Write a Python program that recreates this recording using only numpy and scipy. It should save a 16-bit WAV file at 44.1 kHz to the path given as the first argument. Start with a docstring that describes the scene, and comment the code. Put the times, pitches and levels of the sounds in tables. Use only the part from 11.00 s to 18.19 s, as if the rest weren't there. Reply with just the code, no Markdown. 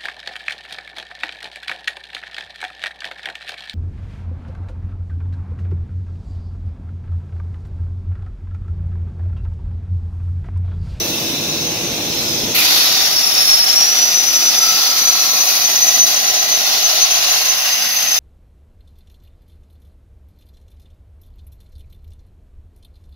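"""Plasma torch piercing thick steel plate in a workshop, heard from a few metres away.
First fume extraction rumbles (shaped noise, fan tones) and unlit gas hisses (noise, nozzle resonances).
At 1.545 s the arc strikes: a flash of hiss, a short bark, then the roar (flickering noise) with spatter cracks.
The rumble is heard at a lower level under the arc; a low rush in the ducts shuts off late in the cut.
From about 1.9 s a shrill whistle (phase-modulated tone) surges over sliding hollow resonances of the pit."""
import sys
import numpy as np
from scipy import signal
from scipy.fft import irfft
from scipy.io import wavfile
from scipy.ndimage import uniform_filter1d

SR = 44100
rng = np.random.default_rng(int(sys.argv[2]) if len(sys.argv) > 2 else 0)


def unload_wav(signal):
    """Save mono or channel-first audio to the path in sys.argv[1] as 16-bit WAV at rate SR, clipped to [-1, 1]."""
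    wavfile.write(
        sys.argv[1],
        SR,
        np.round(np.clip(np.atleast_2d(signal).T, -1, 1) * 32767).astype(np.int16),
    )


N = 317079

STRIKE_S = 1.545
TREBLE_HZ = 9000
CUT_HZ = 15700
SIZE = 4096  # samples per noise frame, half overlapped
TIME = np.arange(N) / SR
FREQS = np.arange(SIZE // 2 + 1) * SR / SIZE
# frame times in s: the slow clock on which the colour of a noise changes
MOMENTS = np.arange(2 * N // SIZE + 2)[:, None] * SIZE / 2 / SR


def undb(db):
    """Decibels to gain."""
    return 10 ** (np.asarray(db) / 20)


def unit(x):
    """Scale to rms 1."""
    return x / np.sqrt(np.mean(np.abs(x) ** 2))


def curves(table):
    """Each column of a timed table, sample by sample."""
    s, *columns = np.transpose(table)
    return [np.interp(TIME, s, column) for column in columns]


def over_freq(table, freqs):
    """Join (Hz, value) points on a log-frequency axis."""
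    hz, value = np.transpose(table)
    return np.interp(np.log(np.maximum(freqs, 1)), np.log(hz), value)


def bell(t, s, spread_s):
    """Smooth swell to 1 at time s and back; 1/e at spread_s."""
    return np.exp(-((t - s) / spread_s) ** 2)


def walk(rate_hz):
    """Smooth random wander with spread near 1."""
    k = max(int(SR / rate_hz), 2)
    steps = np.repeat(rng.standard_normal(N // k + 1), k)[:N]
    return 1.24 * uniform_filter1d(uniform_filter1d(steps, k), k)


def smear(width_hz):
    """Slowly turning random amplitude and phase, one for each channel."""
    steps_s = np.arange(0, N / SR + 1, 0.5 / width_hz)
    real, imag = rng.standard_normal((2, 2, len(steps_s)))
    return unit(np.array([np.interp(TIME, steps_s, r + 1j * i) for r, i in zip(real, imag)]))


def broad(colour):
    """Power per frequency of a broad spectrum, total 1."""
    power = undb(over_freq(colour, FREQS)) ** 2
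    return power / power.sum()


def peak(hz, width_hz):
    """Power per frequency of one resonance, total 1; -6 dB at hz +- width_hz."""
    power = 1 / (1 + ((FREQS - hz) / width_hz) ** 2) ** 2
    return power / power.sum(axis=-1, keepdims=True)


def resonances(table):
    """Summed power of (f/Hz, width/Hz, level/dB) resonances."""
    return sum(undb(db) ** 2 * peak(hz, width_hz) for hz, width_hz, db in table)


def eddies(depth_db, size=9, count=5, full_hz=4000):
    """Narrow parts of a jet's spectrum swell and fade on their own over 0.1-0.2 s; the lows stay even."""
    field = rng.standard_normal((len(MOMENTS), len(FREQS)))
    field = uniform_filter1d(uniform_filter1d(field, size, axis=1), count, axis=0)
    return undb(depth_db * np.minimum(FREQS / full_hz, 1) * unit(field)) ** 2


# likeness of the two channels: f/Hz, correlation
LIKENESS = [(60, 0.97), (200, 0.94), (400, 0.84), (700, 0.9), (1300, 0.32), (2200, 0.0036)]
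# reflections off plate, gantry and walls reaching both microphones: right after left/ms, share
PATHS = [(-0.4, 0.1), (1.5, 0.21), (-2, 0.21), (5.5, 0.17), (-8, 0.19), (11.5, 0.3), (-15, 0.14)]


def turbulence(power):
    """Stereo noise with the given power per moment and frequency, overlap-added from random spectra."""
    real, imag = rng.standard_normal((2, 2, len(MOMENTS), len(FREQS)))
    left, diffuse = (real + 1j * imag) * np.sqrt(power)
    # the bass is alike in both channels; higher up only a few reflections are shared
    alike = np.clip(over_freq(LIKENESS, FREQS), 0, 1)
    reflected = sum(share * np.exp(-2j * np.pi * FREQS * ms / 1000) for ms, share in PATHS)
    shared = alike + (1 - alike) * reflected
    shared = shared / np.maximum(np.abs(shared), 1)
    right = shared * left + np.sqrt(np.maximum(1 - np.abs(shared) ** 2, 0)) * diffuse
    puffs = irfft(np.array([left, right])) * signal.windows.cosine(SIZE) * SIZE / 2
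    overlapped = puffs[:, :-1, SIZE // 2:] + puffs[:, 1:, :SIZE // 2]
    return overlapped.reshape(2, -1)[:, :N]


# fan tones: f/Hz, width/Hz, level re rumble/dB
FAN = [(333.5, 9, -11), (486, 8, -18.5), (819, 8, -21)]


def fans():
    """The fans sing a few faint, slightly wavering tones."""
    tones = 0
    for hz, width_hz, db in FAN:
        waver = smear(width_hz)[0]
        tones = tones + undb(db) * np.sqrt(2) * np.real(waver * np.exp(2j * np.pi * hz * TIME))
    return tones


# rumble as heard, lower under the arc: t/s, level/dB
RUMBLE = [(0, -27), (1.5, -26), (1.62, -35), (2.05, -38.5), (2.6, -42.5), (5, -42), (6, -49.5),
          (6.7, -50.5), (7.19, -45.5)]
# rumble spectrum: f/Hz, relative density/dB
RUMBLE_COLOUR = [(25, -42), (50, -31), (80, -3), (125, 0.5), (320, 2), (400, -2), (500, -2.5), (700, -5),
                 (1000, -21), (2000, -21)]
# low rush of air in the ducts, one resonance: f/Hz, width/Hz, level/dB
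RUSH = (410, 124, -44)
RUSH_STOP_S = 6.57


def extraction(deep_hz=49, deep_width_hz=17, deep_db=-45, deep_drop_ratio=3.8):
    """Air rumbles in the fume ducts, with faint fan tones and a low rush that shuts off."""
    db, = curves(RUMBLE)
    rumble = undb(db + 0.28 * walk(6.5)) * (turbulence(broad(RUMBLE_COLOUR)) + fans())
    # the deepest band drops further in level than the rest under the arc
    deep = undb(deep_db + deep_drop_ratio * (db - db.max())) * turbulence(peak(deep_hz, deep_width_hz))
    rush_hz, rush_width_hz, rush_db = RUSH
    rush_gate = np.clip((RUSH_STOP_S - TIME) / 0.024, 0, 1)
    rush = undb(rush_db) * rush_gate * turbulence(peak(rush_hz, rush_width_hz))
    return rumble + deep + rush


# faint machine hum: f/Hz, width/Hz, level/dB
HUM = [(118, 3.6, -61), (176.4, 4, -57.5), (239, 4, -54)]


def machine_hum():
    """The machine hums faintly in narrow noise bands."""
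    return turbulence(resonances(HUM))


# gas flow before the strike: t/s, level before flow_gain_db/dB, treble re rest/dB
PREFLOW = [(0.25, -31, 6.5), (0.55, -31, 3), (1, -31, 2.5), (1.22, -29.5, 4.5), (1.45, -30, 4)]
# gas spectrum: f/Hz, relative density/dB
GAS_COLOUR = [(500, -29), (900, -2.5), (1300, -8.5), (1900, -7), (2600, 1.5), (3100, -2), (3900, 4),
              (4900, -3.5), (6200, 4.5), (6900, -9), (7700, -17), (8700, -28), (11200, -13.5), (15700, -13)]
# nozzle tones of the cold gas: f/Hz, width/Hz, level before flow gain/dB
NOZZLE = [(3730, 50, -11.5), (4000, 150, -13), (5310, 150, -5), (6130, 60, -6), (8050, 100, -26),
          (9270, 110, -24)]


def cold_gas(flow_gain_db=5.5, broad_db=2.5):
    """Unlit gas hisses through the nozzle and sounds its narrow tones."""
    db, treble_db = curves(PREFLOW)
    power = (undb(broad_db) ** 2 * broad(GAS_COLOUR) + resonances(NOZZLE)) * eddies(depth_db=3.0)
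    treble = FREQS > TREBLE_HZ
    hiss = turbulence(power * ~treble) + undb(treble_db) * turbulence(power * treble)
    return undb(db + flow_gain_db) * hiss


# spectra of roar and top hiss, shared by spatter and jet: f/Hz, relative density/dB
JET_COLOUR = [(200, -50), (480, -18), (650, -7), (900, -9.5), (1600, -9), (2600, -4.5), (3200, -5.5),
              (4200, -1), (5700, 1.7), (6300, -0.4), (7100, -10), (8100, -25.5), (9300, -16), (11000, -13)]
TOP_COLOUR = [(8500, -51), (9700, -4.5), (10800, 3), (12600, 5), (14000, 0), (15700, -4.5)]


def spatter(per_s=400, spread_db=4.5, decay_s=0.0012):
    """Molten drops burst as tiny cracks, most of them faint: decaying noise bursts at random times."""
    size_db = spread_db * np.minimum(rng.exponential(size=N), 4)
    bursts = (rng.random(N) < per_s / SR) * undb(size_db)
    envelope = signal.lfilter([1], [1, -np.exp(-1 / (decay_s * SR))], bursts)
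    return unit(envelope * turbulence(broad(JET_COLOUR) + undb(-1) ** 2 * broad(TOP_COLOUR)))


# burning jet, before gains and flicker: t/s, roar level/dB, top hiss level/dB
JET = [(1.62, -17, -23), (1.82, -16, -21), (1.99, -17.7, -26.5), (2.4, -18.5, -23.5), (2.85, -19, -28.5),
       (3.45, -19.5, -25.5), (3.8, -17.5, -24.5), (4.2, -19, -25), (4.55, -18.5, -23), (4.74, -19, -26),
       (5.0, -19.5, -21.5), (5.25, -18.8, -27.5), (5.95, -18, -25.5), (6.22, -17.5, -27), (6.39, -17, -23),
       (6.52, -19.8, -25.5), (7.19, -20, -24)]
# steady resonances of plate and table: f/Hz, width/Hz, level before roar level/dB
PLATE = [(757, 30, -19.5), (1277, 40, -23), (2420, 45, -42), (3610, 45, -17.5)]
# flash of the strike: f/Hz, relative density/dB
FLASH_COLOUR = [(2000, -10), (6300, -7), (8000, -9), (9400, -8), (10600, 0), (11800, 1), (13300, 7),
                (15700, -1.5)]
ROAR_START, ROAR_BUILD_S = 0.25, 0.023  # share of full strength at the strike, time constant
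FLASH_DB, FLASH_DECAY_S = -13.5, 0.12


def jet(flutter_db=1.0, roar_flicker_db=0.92, top_flicker_db=0.6, spatter_db=-14, broad_db=3):
    """The hot jet roars, hisses and rings the steel; the restless arc shakes all of it together."""
    db, top_db = curves(JET)
    age_s = np.maximum(TIME - STRIKE_S, 0)
    build = 1 - (1 - ROAR_START) * np.exp(-age_s / ROAR_BUILD_S)
    roar_power = undb(broad_db) ** 2 * broad(JET_COLOUR) + resonances(PLATE)
    roar = turbulence(roar_power * eddies(depth_db=2.0, count=3))
    roar = undb(-0.89 + roar_flicker_db * walk(40)) * roar
    roar = build * undb(db) * (roar + undb(spatter_db) * spatter())
    top = turbulence(broad(TOP_COLOUR) * eddies(depth_db=2.7, count=3))
    top = undb(top_db - 0.5 + top_flicker_db * walk(160)) * top
    flash = undb(FLASH_DB) * np.exp(-age_s / FLASH_DECAY_S) * turbulence(broad(FLASH_COLOUR))
    return undb(flutter_db * walk(130)) * (roar + top + flash)


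# bark as the arc first meets the plate: f/Hz, width/Hz, level/dB
BARK = [(2120, 150, -28), (2430, 110, -23), (2680, 170, -25.5)]
BARK_HOLD_S, BARK_DECAY_S = 0.083, 0.031


def bark():
    """The fresh arc rings a few close resonances, which hold briefly and die away."""
    fading_s = np.maximum(TIME - STRIKE_S - BARK_HOLD_S, 0)
    return np.exp(-fading_s / BARK_DECAY_S) * turbulence(resonances(BARK))


# hollow resonances of the pit, plus one broad swell of top hiss near 13.9 kHz:
# t of peak/s, spread/s, f at peak/Hz, slide/(Hz/s), width/Hz, level at peak/dB
PIT = [(1.69, .17, 2750, 0, 550, -28), (1.71, 0.19, 4240, 0, 990, -15.8), (1.82, 0.14, 5500, 0, 250, -28),
       (1.95, 0.46, 3640, 5, 110, -25.5), (3.6, 0.57, 5050, -700, 600, -23),
       (3.79, .13, 4800, -900, 500, -23), (3.67, 0.048, 1320, 0, 25, -29), (4.0, 0.52, 1317, 0, 28, -34.5),
       (4.15, .24, 4190, -500, 280, -24), (4.3, 0.31, 1100, -40, 38, -36),
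       (4.6, 0.64, 13900, -600, 1310, -27), (5.05, 0.65, 4130, -300, 600, -26),
       (5.3, 0.42, 1954, 0, 45, -35), (5.45, 0.68, 704, -15, 100, -32.5), (5.7, .2, 4230, -1, 30, -32),
       (5.77, 0.064, 5650, 0, 35, -29), (5.95, 0.26, 4270, 1, 990, -24), (6.35, 0.92, 2820, -100, 298, -28),
       (6.3, 0.14, 730, 0, 100, -36), (6.42, 0.48, 1050, 0, 80, -40), (6.9, .43, 1970, 0, 302, -31.5),
       (6.85, .25, 4900, 0, 700, -32)]


def pit_and_hiss_swell():
    """The jet rings hollow resonances of the deepening pit in turn; one broad top hiss swells as well."""
    power = 0
    for s, spread_s, hz, slide_hz_per_s, width_hz, db in PIT:
        swell = undb(db) ** 2 * bell(MOMENTS, s, spread_s)
        power = power + swell * peak(hz + slide_hz_per_s * (MOMENTS - s), width_hz)
    flutter = undb(1.2 * np.tanh(walk(90)))
    return flutter * turbulence(power * eddies(depth_db=3.3, size=6, count=3))


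# whistle held between surges: t/s, level/dB
WHISTLE = [(1.85, -33), (2.1, -23), (2.3, -19.5), (2.43, -16), (2.65, -14.5), (2.9, -15), (3.3, -19),
           (3.7, -21), (4.2, -18.5), (4.55, -20.5), (4.95, -15.5), (5.2, -19), (5.7, -23), (6.1, -22),
           (6.55, -25), (6.9, -23), (7.19, -20)]
# surges as the jet locks firmly onto the pit: t/s, length/s, peak level before surge_db/dB
SURGES = [(2.038, 0.038, -19), (2.173, 0.032, -14.5), (2.257, 0.045, -16), (2.38, 0.034, -12),
          (2.53, .085, -9), (2.623, 0.031, -12), (2.802, 0.063, -11), (3.027, 0.029, -12.5),
          (3.18, 0.054, -13.5), (3.361, 0.031, -11), (3.468, 0.048, -11.5), (3.58, .035, -15),
          (3.632, .03, -13), (3.69, 0.038, -13.5), (4.08, 0.086, -15.5), (4.316, .02, -18),
          (4.411, 0.025, -14), (4.66, .037, -15), (4.755, .026, -13.5), (4.833, 0.022, -5),
          (4.894, 0.016, -8), (4.949, 0.021, -13), (5.017, 0.047, -7.5), (5.267, 0.038, -18),
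          (5.396, .021, -15.5), (5.535, 0.044, -14), (5.852, 0.039, -13.5), (6.027, 0.027, -10),
          (6.135, .041, -18), (6.313, .04, -17), (6.499, .03, -12), (6.735, 0.028, -17.5),
          (6.98, .034, -21), (7.127, 0.035, -17)]


def whistle_strength(throb=0.82, surge_throb=0.58, throb_per_s=125, surge_db=1.1):
    """A held tone that flickers quickly, with firmer surges on top."""
    db, = curves(WHISTLE)
    surge_power = sum(undb(peak_db + surge_db) ** 2 * bell(TIME, s, length_s / 2)
                      for s, length_s, peak_db in SURGES)
    # slow wander removed: the tone keeps dropping out, but never for long
    jitter = walk(throb_per_s)
    shake = np.tanh(unit(jitter - uniform_filter1d(jitter, SR // 20)) + 0.5)
    held = undb(db) * unit(1 + throb * shake)
    surging = np.sqrt(surge_power) * unit(1 + surge_throb * shake)
    return np.hypot(held, surging)


# whistle pitch, wavering at first, then rising as the pit deepens: t/s, f/Hz
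WHISTLE_PITCH = [(1.97, 5620), (2.03, 5424), (2.12, 5510), (2.18, 5415), (2.25, 5490), (2.38, 5410),
                 (2.55, 5385), (2.6, 5422), (2.67, 5425), (2.71, 5515), (2.79, 5595), (2.83, 5605),
                 (2.86, 5725), (2.92, 5860), (3.04, 5885), (3.15, 5947), (3.42, 5950), (3.8, 6000),
                 (5.05, 6090), (5.8, 6142), (7.19, 6165)]
# whistle leaning left: t/s, left minus right/dB
WHISTLE_PAN = [(2.3, 3), (2.5, 1), (2.7, 2), (3.1, 2.5), (3.25, 10), (3.42, 3.5), (4.9, 2), (7.19, 2.5)]
WHISTLE_CEILING_DB = -8
OCTAVE_S, OCTAVE_SPREAD_S = 2.45, 0.27


def whistle(wobble_hz=11, scatter_hz=45, scatter_db=-8, rasp_db=-5.0, drift_rad=0.63, octave_db=-27.5):
    """The jet locks into a shrill, throbbing tone; the room smears it differently for each channel."""
    hz, = curves(WHISTLE_PITCH)
    phase = 2 * np.pi * np.cumsum(hz + wobble_hz * walk(90)) / SR
    # low pitch = shallow pit: the tone is raspy
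    rasp = undb(rasp_db) * np.interp(hz, [5600, 5950], [1, 0])
    octave = undb(octave_db) * bell(TIME, OCTAVE_S, OCTAVE_SPREAD_S) * unit(0.5 + smear(110))
    # the tone reaches the microphones out of step, and the lag drifts as they move
    lag_rad = np.pi / 2 + drift_rad * walk(4.4)
    direct = np.exp(1j * np.array([[0], [1]]) * lag_rad)
    scatter = undb(scatter_db)
    field = direct + scatter * smear(scatter_hz) + rasp * smear(150)
    field = field / np.sqrt(1 + scatter ** 2 + rasp ** 2)
    pan_db, = curves(WHISTLE_PAN)
    swing = whistle_strength() * field * undb(np.array([pan_db, -pan_db]) / 2)
    # the jet can drive the tone only so hard
    swing = swing / (1 + (np.abs(swing) / undb(WHISTLE_CEILING_DB)) ** 4) ** (1 / 4)
    locked = np.clip((TIME - 1.85) / 0.091, 0, 1)
    return locked * np.sqrt(2) * np.imag(swing * np.exp(1j * phase) + octave * np.exp(2j * phase))


def reflect(x, wet_db, t60_s, count=40, order=5):
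    """Plate, gantry and walls return scattered early echoes, which shift as the microphones move about."""
    weights = np.array([walk(3) for _ in range(order)])
    out = x
    for weight in weights / np.linalg.norm(weights, axis=0):
        response = np.zeros((2, SR // 8))
        for channel in response:
            lags = rng.integers(SR // 700, SR // 8, count)
            echoes = rng.choice([-1, 1], count) * undb(-60 * lags / SR / t60_s)
            channel[lags] = undb(wet_db) * echoes / np.linalg.norm(echoes)
        out = out + weight * signal.fftconvolve(x, response, axes=1)[:, :N]
    return out / np.sqrt(1 + undb(2 * wet_db))


def scene():
    """The arc lights within a few milliseconds and takes over from the cold gas."""
    lit = np.clip((TIME - STRIKE_S) / 0.0035, 0, 1)
    torch = (1 - lit) * cold_gas() + lit * (jet() + bark() + pit_and_hiss_swell())
    room = reflect(torch, wet_db=-8.5, t60_s=0.2)
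    return extraction() + lit * machine_hum() + room + whistle()


def record(dry, low_cut_hz=38):
    """The deepest bass is thinned; the recorder rounds the highest peaks and cuts the top."""
    high_pass = signal.butter(2, low_cut_hz, "high", fs=SR, output="sos")
    thinned = signal.sosfilt(high_pass, dry)
    rounded = thinned / (1 + (thinned / 1.05) ** 6) ** (1 / 6)
    low_pass = signal.ellip(12, 0.1, 75, CUT_HZ, fs=SR, output="sos")
    return signal.sosfilt(low_pass, rounded)


dry = scene()
out = record(dry)
unload_wav(out)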